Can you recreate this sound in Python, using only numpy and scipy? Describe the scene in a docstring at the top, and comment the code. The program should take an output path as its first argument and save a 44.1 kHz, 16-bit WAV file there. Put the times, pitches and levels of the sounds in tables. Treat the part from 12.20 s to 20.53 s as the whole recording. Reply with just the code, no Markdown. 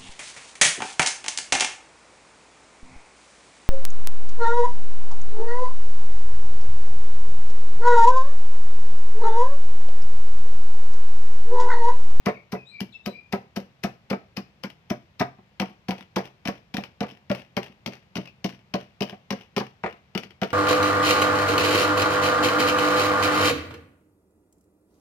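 """A heavy pestle pounds chillies and garlic in a stone mortar, close by in an airy kitchen.
During the first second a bird whistles outside. Each stroke bursts the pulp with a wet crunch and a
dull thud, sinks through it and bottoms out. From 2.5 s the paste smacks as the pestle twists and lifts.
From 3.3 s the pods are mash: it crackles off the rising pestle, and the mortar rocks on its stand.
Near 6 s the wet pestle squeaks once."""
import sys
import numpy as np
from scipy import signal
from scipy.fft import rfft, irfft
from scipy.io import wavfile
from scipy.ndimage import uniform_filter1d

SR = 44100
rng = np.random.default_rng(int(sys.argv[2]) if len(sys.argv) > 2 else 0)


def dump(signal):
    """Clip the signal to [-1, 1] and save it as 16-bit WAV at the path in sys.argv[1]."""
    limited = np.clip(np.atleast_2d(signal).T, -1, 1)
    pcm = np.round(limited * 32767).astype(np.int16)
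    wavfile.write(sys.argv[1], SR, pcm)


N = 367353
AGE_S = np.arange(SR // 3) / SR   # time since a contact
MASH_FROM_S = 3.3

# pestle strokes: start_s, thud_db, knock_db, clack_db, crunch_db, sink_s, bottom_re_landing_db
STROKES = [(0.066, -13, -17.5, -16, -24.5, 0.019, -10), (0.329, -20.5, -27, -31.5, -31, 0.022, -6.5),
           (0.612, -21, -47, -43, -25.5, 0.01, -13), (0.867, -21.5, -29, -33, -24.5, 0.014, -9),
           (1.132, -17, -21.5, -20.5, -24.5, 0.02, -44), (1.369, -20, -28.5, -32.5, -27.5, 0.041, -20),
           (1.643, -17, -22.5, -21, -23, 0.018, -19), (1.91, -18.5, -24.5, -27.5, -25, 0.02, -0.5),
           (2.176, -23, -35, -29.5, -25, 0.015, -18), (2.443, -25.5, -55, -26.5, -27.5, 0.012, -41),
           (2.708, -16, -25.5, -26, -25.5, 0.018, -15), (3.005, -16.5, -20.5, -21.5, -24.5, 0.007, 2),
           (3.402, -19, -27.5, -31.5, -21.5, 0.02, 0.5), (3.688, -16.5, -25, -30, -30.5, 0.027, -6.5),
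           (3.964, -18, -20, -24.5, -25, 0.021, -9), (4.257, -23.5, -34, -36.5, -29, 0.027, 8.5),
           (4.544, -21.5, -34, -48, -29.5, 0.037, 4), (4.81, -17, -23, -27.5, -27, 0.024, -7),
           (5.102, -15, -23.5, -23.5, -33.5, 0.015, -5.5), (5.371, -17, -23, -21, -24, 0.0084, -37),
           (5.665, -27.5, -41.5, -67, -25.5, 0.013, 7), (5.959, -22, -38, -53, -28.5, 0.023, 4.5),
           (6.247, -16, -27, -39, -24, 0.018, -41.5), (6.542, -17, -21.5, -25.5, -23, 0.016, -18),
           (6.81, -18, -24.5, -54, -26.5, 0.02, -6.5), (7.109, -20.5, -32.5, -33.5, -23.5, 0.02, -1),
           (7.368, -18, -23.5, -25, -23, 0.039, -4), (7.638, -23.5, -25, -17, -51, 0.024, -7),
           (7.954, -16.5, -33, -31.5, -26, 0.033, -13), (8.22, -15.5, -21, -22, -28, 0.015, -9.5)]
# mortar on its stand: pitch_hz, level_db, t60_s
STAND_MODES = [(110.8, -33.5, 0.85), (131, -12, 0.32), (192.8, 1.5, 0.16), (202.6, 11.5, 0.084),
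               (233.6, -0.5, 0.16)]
# hollow under the pestle: freq_hz, gain_db
SQUELCH_SPECTRUM = [(1300, -8.5), (2100, 0.5), (2900, 4), (4500, -15), (7000, -28)]
# spitting juice: freq_hz, gain_db
SPIT_SPECTRUM = [(1500, -1), (3600, -1), (4800, 4.5), (5800, 4), (6800, -13), (9300, -27.5), (11000, -19),
                 (11900, -22), (13100, -13), (15000, -28)]
# shading of the far microphone port: freq_hz, gain_db
PORT_SHADE = [(200, -2.5), (900, 2.5), (2700, -10), (3800, -17.5), (5500, -26.5), (8000, -12), (13000, -19)]


def from_db(db):
    return 10 ** (np.asarray(db) / 20)


def impulse_response(spectrum, size=1024):
    """Minimum-phase response of (freq_hz, gain_db) points, joined on a log-frequency axis."""
    hz, db = np.transpose(spectrum)
    gain_db = np.interp(np.log(np.fft.rfftfreq(size, 1 / SR) + 1), np.log(hz), db)
    cepstrum = irfft(np.log(from_db(gain_db)))
    cepstrum[1:size // 2] *= 2
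    cepstrum[size // 2 + 1:] = 0
    return irfft(np.exp(rfft(cepstrum)))


def through(x, response):
    return signal.oaconvolve(x, response)[:len(x)]


def add(track, start_s, sound, level_db):
    """Mix in a sound with its loudest 3 ms at level_db."""
    start = max(round(start_s * SR), 0)
    peak = np.sqrt(2 * uniform_filter1d(sound ** 2, 130).max())
    track[start:start + len(sound)] += (from_db(level_db) * sound / peak)[:max(N - start, 0)]


def waver(progress, knots):
    """Random line segments over progress 0..1."""
    return np.interp(progress, np.linspace(0, 1, knots), rng.standard_normal(knots))


def grains(spread_db):
    """Tiny fractures of uneven size; rms 1."""
    x = rng.standard_normal(len(AGE_S)) * from_db(spread_db * rng.standard_normal(len(AGE_S)))
    return x / x.std()


def ringing(modes, scatter_db, detune, phase_rad=0):
    """Decaying modes; strength and pitch vary with the spot struck and the pestle's load."""
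    hz, db, t60_s = np.transpose(modes)[:, :, None]
    hz = hz * (1 + detune * rng.standard_normal(hz.shape))
    db = db + scatter_db * rng.standard_normal(db.shape)
    return np.sum(from_db(db - 60 * AGE_S / t60_s) * np.cos(2 * np.pi * hz * AGE_S + phase_rad), axis=0)


def echo_cloud(t60_s, build_s=0.0015):
    """Dense echoes that build and die away, no one pitch standing far out; unit energy."""
    envelope = from_db(-60 * AGE_S / t60_s) * (1 - np.exp(-(AGE_S / build_s) ** 2))
    spectrum = rfft(rng.standard_normal(len(AGE_S)) * np.sqrt(envelope))
    flattened = spectrum / np.sqrt(np.abs(spectrum) + 1e-9)
    echoes = irfft(flattened, len(AGE_S)) * np.sqrt(envelope)
    return echoes / np.linalg.norm(echoes)


def two_ports(left, other, alike_below_hz, apart_db):
    """Two close ports share most of a diffuse field's bass and differ in its treble."""
    bass = signal.butter(1, alike_below_hz, fs=SR)
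    treble = signal.butter(1, alike_below_hz, "high", fs=SR)
    return left, signal.lfilter(*bass, left + from_db(apart_db) * other) + signal.lfilter(*treble, other)


def background(level_db=-58.5):
    """Steady low noise; being diffuse, it is shaded by half as many dB at the far port."""
    # kitchen air: freq_hz, gain_db
    air_spectrum = [(18, -18), (30, -9.5), (195, -12), (274, -25.5), (538, -25), (1440, -29.5), (2490, -27),
                    (5580, -38.5), (9390, -54.5), (15000, -51)]
    colour = impulse_response(air_spectrum, size=8192)
    noises = [through(rng.standard_normal(N), colour) for _ in range(2)]
    left, right = two_ports(*noises, alike_below_hz=540, apart_db=-8)
    half_shade = impulse_response([(hz, db / 2) for hz, db in PORT_SHADE])
    air = np.array([left, through(right, half_shade)])
    return from_db(level_db) * air / air.std()


def bird(waver_hz=45, overtone_db=-24, yard_t60_s=0.29):
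    """Wavering whistles slide and settle on a pitch, smeared by yard echoes."""
    # whistles: start_s, length_s, start_hz, end_hz, level_db
    notes = [(0.137, 0.044, 2810, 2140, -44), (0.353, 0.093, 2646, 2463, -46),
             (0.45, 0.075, 3450, 4160, -46), (0.507, 0.1, 2410, 2317, -39),
             (0.721, 0.02, 4580, 3290, -45.5), (0.735, 0.032, 2730, 2623, -40),
             (0.83, 0.095, 3580, 4070, -47.5), (0.922, 0.079, 2250, 2457, -39)]
    out = np.zeros(N)
    for start_s, length_s, start_hz, end_hz, level_db in notes:
        progress = np.minimum(AGE_S / length_s, 1)
        pitch_hz = end_hz + (start_hz - end_hz) * (1 - progress) ** 2 + waver_hz * waver(progress, 60)
        phase = 2 * np.pi * np.cumsum(pitch_hz) / SR
        tone = np.sin(phase) + from_db(overtone_db) * np.sin(2 * phase)
        add(out, start_s, np.sin(np.pi * progress) * tone, level_db)
    return out + through(out, echo_cloud(yard_t60_s))


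def reflections(early_t60_s=0.097, late_t60_s=0.29):
    """Early cloud from bowl, floor and near wall; weaker tail from the room."""
    # reflected sound: freq_hz, early_db, late_db
    echo_spectra = [(205, -11, -16), (343, 7, -4.5), (825, -1.5, -9), (2250, -8.5, -9.5),
                    (13600, -6.5, -15)]
    early = impulse_response([(hz, db) for hz, db, _ in echo_spectra])
    late = impulse_response([(hz, db) for hz, _, db in echo_spectra])
    return through(echo_cloud(early_t60_s), early) + through(echo_cloud(late_t60_s), late)


def room(dry, stretches=10):
    """The hand-held microphone wanders, so each stretch has its own reflections."""
    wet = np.zeros((2, N + len(AGE_S)))
    for stretch in np.array_split(np.arange(N), stretches):
        responses = two_ports(reflections(), reflections(), alike_below_hz=640, apart_db=-6)
        for side, response in zip(wet, responses):
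            echoes = signal.fftconvolve(dry[stretch], response)
            side[stretch[0]:stretch[0] + len(echoes)] += echoes
    return wet[:, :N]


def squeak(start_s=6.068, length_s=0.041, pitch_hz=2550, waver_hz=90, level_db=-42):
    """The wet pestle squeaks once against the bowl."""
    out = np.zeros(N)
    progress = np.minimum(AGE_S / length_s, 1)
    phase = 2 * np.pi * np.cumsum(pitch_hz + waver_hz * waver(progress, 20)) / SR
    add(out, start_s, np.sin(np.pi * np.sqrt(progress)) * np.sin(phase), level_db)
    return out


def peeling(level_db=-38, lag_s=0.042, peel_s=0.075, clump_db=7):
    """Mash crackles in clumps as it peels off the rising pestle."""
    out = np.zeros(N)
    squelch, spit = impulse_response(SQUELCH_SPECTRUM), impulse_response(SPIT_SPECTRUM)
    patter = squelch / squelch.std() + from_db(-9.5) * spit / spit.std()
    for start_s, *_ in STROKES:
        clumps = uniform_filter1d(rng.standard_normal(len(AGE_S)), size=300)
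        envelope = from_db(clump_db * clumps / clumps.std()) * np.exp(-(AGE_S / peel_s) ** 2)
        crackle = np.tanh(grains(spread_db=15) / 10) * envelope
        if start_s > MASH_FROM_S:
            add(out, start_s + lag_s, through(crackle, patter), level_db)
    return out


def stand_thud(cushion_s, scatter_db, detune):
    """A cushioned push rings the mortar on its stand."""
    push = np.exp(-.5 * (AGE_S / cushion_s - np.pi) ** 2)
    return through(push, ringing(STAND_MODES, scatter_db, detune))


def rocking(settle_s=0.1, re_stroke_db=-24):
    """Pounding the mash tips the mortar; it settles back with a faint thud."""
    out = np.zeros(N)
    for start_s, thud_db, *_ in STROKES:
        thud = stand_thud(cushion_s=0.00052, scatter_db=2, detune=0.015)
        lag_s = settle_s * (1 + 0.151 * rng.standard_normal())
        if start_s > MASH_FROM_S:
            add(out, start_s + lag_s, thud, thud_db + re_stroke_db)
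    return out


def bursts(squeeze_decay_s=0.0017, smack_decay_s=0.0011):
    """Pulp bursts (longer if deep), oozes, smacks; yields peak_s, squelch_db, spit_db, decay_s."""
    # paste squirts out or smacks as the pestle twists free: peak_s, level_db
    smacks = [(2.502, -37), (3.708, -22), (3.809, -37), (4.056, -35), (4.275, -19), (4.569, -19.5),
              (4.638, -27.5), (4.911, -40), (5.115, -22), (5.149, -28), (5.431, -30.5), (5.735, -35),
              (5.969, -23.5), (6.075, -37), (6.292, -34), (6.822, -18.5), (6.897, -30), (7.38, -19),
              (7.977, -19.5), (8.035, -31.5), (8.107, -40.5), (8.233, -20.5), (8.305, -32.5)]
    # ahead_s, squelch_re_spit_db, squeeze_re_crunch_db
    pods, mash = (0.0055, 0, -17), (0.003, 3.2, -10)
    for start_s, _, _, _, crunch_db, sink_s, _ in STROKES:
        ahead_s, squelch_re_spit_db, squeeze_re_crunch_db = mash if start_s > MASH_FROM_S else pods
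        yield start_s - ahead_s, crunch_db + squelch_re_spit_db, crunch_db, 0.13 * sink_s
        squeeze_db = crunch_db + squeeze_re_crunch_db
        yield start_s + 0.8 * sink_s, squeeze_db + squelch_re_spit_db, squeeze_db, squeeze_decay_s
    for peak_s, level_db in smacks:
        yield peak_s, level_db, level_db - 7, smack_decay_s


def crushing(pod_rise_s=0.0016, mash_rise_s=0.00067, lead_s=0.01, ooze_s=0.018, dulling_db_per_s=1.25):
    """Skins give in a swell of fractures: the hollow under the pestle squelches, the juice spits."""
    out, squelch = np.zeros(N), impulse_response(SQUELCH_SPECTRUM)
    before_s, after_s = np.minimum(AGE_S - lead_s, 0), np.maximum(AGE_S - lead_s, 0)
    ooze = from_db(-15) * np.exp(-(after_s / ooze_s) ** 2)   # juice fizzes while the pestle sinks
    for peak_s, squelch_db, spit_db, decay_s in bursts():
        crisp_db = 10 - dulling_db_per_s * peak_s   # top octave fades as pods turn to paste
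        spit = impulse_response([(hz, db + crisp_db * (hz > SR / 5)) for hz, db in SPIT_SPECTRUM])
        swell = np.exp(before_s / (mash_rise_s if peak_s > MASH_FROM_S else pod_rise_s))
        burst = np.exp(-after_s / decay_s)
        fractures = swell * (burst + ooze / 2) * grains(spread_db=9.5)
        spray = swell * (burst + ooze) * grains(spread_db=10.5)
        add(out, peak_s - lead_s, through(fractures, squelch), squelch_db)
        add(out, peak_s - lead_s, through(spray, spit), spit_db)
    return out


def contacts():
    """Strokes land, then bottom out harder-edged; yields start_s, thud_db, knock_db, clack_db."""
    # pestle brushes the bowl between strokes: start_s, level_db
    taps = [(3.186, -45), (6.927, -32.5)]
    for start_s, thud_db, knock_db, clack_db, _, sink_s, bottom_db in STROKES:
        yield start_s, thud_db, knock_db, clack_db
        yield start_s + sink_s, thud_db + bottom_db - 2.5, knock_db + bottom_db, clack_db + bottom_db + 5
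    for start_s, level_db in taps:
        yield start_s, level_db, level_db - 3, level_db - 7


def pounding(thud_lead_s=0.00087, knock_lag_s=0.0012, grit_decay_s=0.0041, clack_decay_s=0.013):
    """Pulp cushions the push on the mortar; then the pestle strikes stone and grinds through grit."""
    # bowl and pestle: pitch_hz, level_db, t60_s
    bowl_modes = [(372, -12, 0.028), (465.5, -3.5, 0.019), (572.5, -3, 0.029), (588, -6, 0.052),
                  (688.3, -4, 0.033), (773.4, -7, 0.03), (915, -9, 0.019), (995, -8, 0.021),
                  (1070, -13.5, 0.029), (1253, -14.5, 0.037)]
    # stone on stone: freq_hz, gain_db
    clack_spectrum = [(500, 2), (1100, 5.5), (2300, 8.5), (3000, -6), (4200, -10.5), (15000, -49)]
    out, clack = np.zeros(N), impulse_response(clack_spectrum)
    thud = stand_thud(cushion_s=0.00057, scatter_db=2.5, detune=0)
    phase_rad = np.pi * (np.arange(len(bowl_modes))[:, None] + .5)   # adjacent modes in antiphase
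    for start_s, thud_db, knock_db, clack_db in contacts():
        add(out, start_s - thud_lead_s, thud, thud_db)
        strike = (AGE_S == 0) + 0.15 * grains(spread_db=1.5) * np.exp(-AGE_S / grit_decay_s)
        bowl = ringing(bowl_modes, scatter_db=2, detune=0.012, phase_rad=phase_rad)
        add(out, start_s + knock_lag_s, through(strike, bowl), knock_db)
        crack = (AGE_S == 0) + 0.11 * grains(spread_db=2.5) * np.exp(-AGE_S / clack_decay_s)
        add(out, start_s, through(crack, clack), clack_db)
    return out


def scene():
    """Mortar and bird in the room, at a near and a shaded port, over quiet air."""
    direct = pounding() + rocking() + crushing() + peeling() + squeak() + bird()
    left, right = direct + room(direct)
    return np.array([left, through(right, impulse_response(PORT_SHADE))]) + background()


def record(dry):
    """Band limit, 72 Hz to 15 kHz."""
    highpass = signal.butter(3, 72, "high", fs=SR, output="sos")
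    lowpass = signal.ellip(10, .1, 80, 15000, fs=SR, output="sos")
    return signal.sosfilt(lowpass, signal.sosfilt(highpass, dry))


dry = scene()
out = record(dry)
dump(out)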